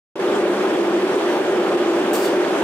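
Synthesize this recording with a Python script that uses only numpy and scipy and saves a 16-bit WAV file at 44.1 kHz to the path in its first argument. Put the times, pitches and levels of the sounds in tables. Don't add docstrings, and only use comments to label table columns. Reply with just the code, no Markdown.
import sys
import numpy as np
from scipy import signal
from scipy.io import wavfile
from scipy.ndimage import uniform_filter1d, minimum_filter1d

SR = 44100
rng = np.random.default_rng(int(sys.argv[2]) if len(sys.argv) > 2 else 0)


def file_out(sig):
    cols = np.atleast_2d(sig).T
    lim = np.clip(cols, -1, 1)
    pcm = np.round(lim * 32767).astype(np.int16)
    wavfile.write(sys.argv[1], SR, pcm)


N = 115983

# pitch_hz, level_db
ROAR_COLOUR = [(25, -24.5), (87, -49), (130, -37), (170, -23.5), (250, -15.5), (300, -13.5), (350, -5),
               (430, -13), (620, -16), (750, -17), (1100, -21.5), (1600, -23.5), (2000, -28), (3500, -32),
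               (3900, -37.5), (5000, -40), (8500, -46), (10500, -51), (13500, -56), (14200, -57),
               (16000, -71)]
# time_s, level_db
ROAR_LOUDNESS = [(.2, -1), (.35, 0.5), (.45, -1.5), (.6, 0), (.8, 0), (.9, -1.5), (1.0, -1), (1.1, -1),
                 (1.3, 0), (1.45, -1), (1.7, 0), (1.85, -0.5), (1.95, 0.5), (2.07, -0.5), (2.3, -1),
                 (2.42, -0.5), (2.63, 0)]
# pitch_hz, likeness_0_to_1
ROAR_LIKENESS = [(25, .7), (90, 0.87), (200, 1), (350, 0.99), (600, 0.77), (1200, 0.78), (2500, 0.35),
                 (5000, 0.36), (9000, 0), (14000, 0.05)]
# pitch_hz, left_over_right_db
ROAR_BALANCE = [(60, -5.5), (240, 2), (500, -1.5), (1100, 1), (1800, -2.5), (2700, -2), (4200, -3),
                (6400, -2), (9800, .5), (15000, 1.5)]


def furnace_roar(level_db=-22, patch_db=1, flicker_db=0.27, swell_db=0.46):
    size, hop = 1024, 256
    frame_t, hz = np.arange(N // hop + 5) * hop / SR, np.fft.rfftfreq(size, 1 / SR)
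    shape = (len(hz), len(frame_t))
    patches = patch_db * blotches(shape, bands=20, frames=10)
    flicker = flicker_db * blotches(shape, bands=200, frames=3)
    swell = swell_db * drift(5.91, frame_t)
    colour_db = at_pitch(ROAR_COLOUR, hz)[:, None] + patches + flicker - swell
    likeness, balance_db = at_pitch(ROAR_LIKENESS, hz), at_pitch(ROAR_BALANCE, hz)
    noise = stereo_noise(colour_db, size, likeness, right_lag_s=0.00008, balance_db=balance_db)
    return noise * gain_of(level_db + at_time(ROAR_LOUDNESS, np.arange(N) / SR))


# pitch_hz, width_hz, relative_level_db
SHELL_NOTES = [(350.4, 40, -3), (396, 30, -10), (590, 58, -15), (502.4, 40, -16)]
# time_s, level_db
SHELL_LOUDNESS = [(.2, -21.5), (.25, -20.5), (.37, -23), (.45, -19.5), (.7, -22), (1.0, -19), (1.25, -21.5),
                  (1.6, -20), (2.02, -20), (2.065, -31), (2.11, -24), (2.17, -22.5), (2.3, -20),
                  (2.45, -22.5), (2.63, -20)]
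# time_s, boost_db
UPPER_NOTE_BOOST = [(.2, 3), (.3, 4), (.45, 4), (.55, -1), (1.0, -2), (1.45, -1), (1.65, 3), (1.9, 0),
                    (2.1, 3), (2.35, 1), (2.63, 0)]


def shell_ring(wander_share=0.01, steady_s=0.16):
    t, out = np.arange(N) / SR, np.zeros(N)
    for note, (hz, width_hz, db) in enumerate(SHELL_NOTES):
        pitch = hz * (1 + wander_share * drift(12, t))
        ring = resonate(rng.standard_normal(N), pitch, width_hz)
        ring = resonate(ring, pitch, 2 * width_hz)
        slow_power = abs(uniform_filter1d(ring ** 2, round(steady_s * SR)))
        ring = ring / np.sqrt(slow_power + 1e-20)
        boost_db = at_time(UPPER_NOTE_BOOST, t) if note > 0 else 0
        out += gain_of(db + boost_db) * ring
    return out * gain_of(at_time(SHELL_LOUDNESS, t))


# time_s, level_db, opening_0_to_1
JET_SPIT = [(2.13, -37, 1), (2.137, -29, 1), (2.16, -30.5, 0.7), (2.172, -34.5, 0.4), (2.205, -37, 0.44),
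            (2.23, -35.5, 0.3), (2.258, -34, .3), (2.277, -39, 0.25), (2.295, -43.5, 0), (2.36, -48, 0),
            (2.4, -58, 0)]
# pitch_hz, level_db
OPEN_VALVE_COLOUR = [(1500, -10), (3000, 0), (4500, -0.5), (6000, 0.5), (8000, 4.5), (10500, -3),
                     (13500, 4.5), (16000, -5)]
# pitch_hz, level_db
SHUT_VALVE_COLOUR = [(1500, -23), (3000, -5), (4250, 0), (4650, 3), (5600, -3), (8600, -4), (10500, -13),
                     (13500, -13), (16000, -17)]


def air_jet(whistle_hz=4590, whistle_db=-10):
    size, hop = 256, 64
    frame_t, hz = np.arange(N // hop + 5) * hop / SR, np.fft.rfftfreq(size, 1 / SR)
    t = np.arange(N) / SR
    times, level_db, opening = np.transpose(JET_SPIT)
    open_share = np.interp(frame_t, times, opening)
    bright = gain_of(at_pitch(OPEN_VALVE_COLOUR, hz))[:, None]
    dull = gain_of(at_pitch(SHUT_VALVE_COLOUR, hz))[:, None]
    colour = open_share * bright + (1 - open_share) * dull
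    colour = colour / np.sqrt((colour ** 2).mean(0))
    hiss = stereo_noise(20 * np.log10(colour), size, likeness=0.27, right_lag_s=0.00001)
    whistle = normalize(resonate(rng.standard_normal(N), np.full(N, whistle_hz), width_hz=110))
    whistle *= gain_of(whistle_db) * (1 - np.interp(t, times, opening))
    flowing = (t > times[0]) & (t < times[-1])
    return (hiss + whistle) * gain_of(np.interp(t, times, level_db)) * flowing


# pitch_hz, level_db
MOTOR_TONES = [(202.5, -41), (405, -36), (593, -39), (809, -44), (1217, -50), (496, -41)]


def motor_hum(width_hz=5.1, wander_share=0.0017, waver_db=1):
    t, out = np.arange(N) / SR, np.zeros(N)
    for hz, db in MOTOR_TONES:
        pitch = hz * (1 + wander_share * drift(4.93, t))
        loudness = gain_of(db + waver_db * drift(8, t))
        tone = resonate(rng.standard_normal(N), pitch, width_hz)
        out += loudness * normalize(resonate(tone, pitch, width_hz))
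    return out


# start_s, length_s, level_db, pitch_hz
FAR_PUFFS = [(0.32, 0.092, -47, 7500), (0.667, 0.045, -49, 7000), (0.934, 0.058, -50, 7000),
             (1.14, 0.043, -46, 7040), (2.552, 0.074, -46, 7500)]


def distant_puffs(width_hz=3200):
    t, out = np.arange(SR // 5) / SR, np.zeros((2, N + SR))
    for start_s, length_s, db, hz in FAR_PUFFS:
        pitch, start = np.full(len(t), hz), round(start_s * SR)
        hiss = resonate(rng.standard_normal((len(t), 2)).T, pitch, width_hz)
        hiss = normalize(resonate(hiss, pitch, width_hz))
        rise_and_fall = np.sin(np.pi * np.clip(t / length_s, 0, 1))
        out[:, start:start + len(t)] += gain_of(db) * rise_and_fall * hiss
    return out[:, :N]


def gain_of(db):
    return 10 ** (np.asarray(db) / 20)


def normalize(x):
    return x / np.sqrt(np.mean(x ** 2) + 1e-20)


def at_pitch(table, hz):
    pitches, values = np.transpose(table)
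    return np.interp(np.log(hz + 1), np.log(pitches + 1), values)


def at_time(table, t):
    return np.interp(t, *np.transpose(table))


def drift(fastest_hz, t):
    rates = np.geomspace(fastest_hz / 20, fastest_hz, num=20)
    wobble = sum(np.sin(2 * np.pi * (hz * t + rng.random())) / np.sqrt(hz) for hz in rates)
    return normalize(wobble - wobble.mean())


def blotches(shape, bands, frames):
    specks = rng.standard_normal(shape[::-1]).T
    return normalize(uniform_filter1d(uniform_filter1d(specks, bands, axis=0), frames, axis=1))


def resonate(x, pitch_hz, width_hz):
    turn = np.exp(2j * np.pi * np.cumsum(pitch_hz) / SR)
    decay = np.exp(-np.pi * width_hz / SR)
    return 2 * (turn * signal.lfilter([1 - decay], [1, -decay], x / turn)).real


def stereo_noise(colour_db, size, likeness, right_lag_s, balance_db=0):
    hz = np.fft.rfftfreq(size, 1 / SR)[:, None]
    likeness, lean = np.reshape(likeness, (-1, 1)), gain_of(balance_db / 2).reshape(-1, 1)
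    draws = rng.standard_normal(colour_db.shape[::-1] + (4,)).T
    left, unrelated = draws[0] + 1j * draws[1], draws[2] + 1j * draws[3]
    delayed = left * np.exp(-2j * np.pi * hz * right_lag_s)
    right = likeness * delayed + np.sqrt(1 - likeness ** 2) * unrelated
    spectra = np.array([left * lean, right / lean]) * gain_of(colour_db)
    return normalize(signal.istft(spectra, nperseg=size, noverlap=size * 3 // 4)[1][:, :N])


def scene():
    return furnace_roar() + shell_ring() + motor_hum() + air_jet() + distant_puffs()


# time_s, gain_db
MIC_FADE_UP = [(.1545, -5.5), (.19, -6), (.2, 1.5), (.225, 1.5)]


def record(dry, switch_on_s=0.0034, ceiling_db=-9, hold_s=0.0045, smooth_s=0.0043):
    t = np.arange(N) / SR
    switch_on = np.sin(np.pi / 2 * np.clip((t - MIC_FADE_UP[0][0]) / switch_on_s, 0, 1)) ** 2
    heard = dry * gain_of(at_time(MIC_FADE_UP, t)) * switch_on
    safe_gain = np.minimum(gain_of(ceiling_db) / (abs(heard).max(0) + 1e-9), 1)
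    hold, smooth = round(hold_s * SR), round(smooth_s * SR)
    limited = heard * uniform_filter1d(minimum_filter1d(safe_gain, hold + smooth), smooth)
    lowest_hz, highest_hz = 92, 15650
    bass_cut = signal.butter(2, lowest_hz, "high", fs=SR, output="sos")
    treble_cut = signal.firwin(511, highest_hz, window=("kaiser", 9), fs=SR)
    return signal.oaconvolve(signal.sosfilt(bass_cut, limited), treble_cut[None], "same")


dry = scene()
out = record(dry)
file_out(out)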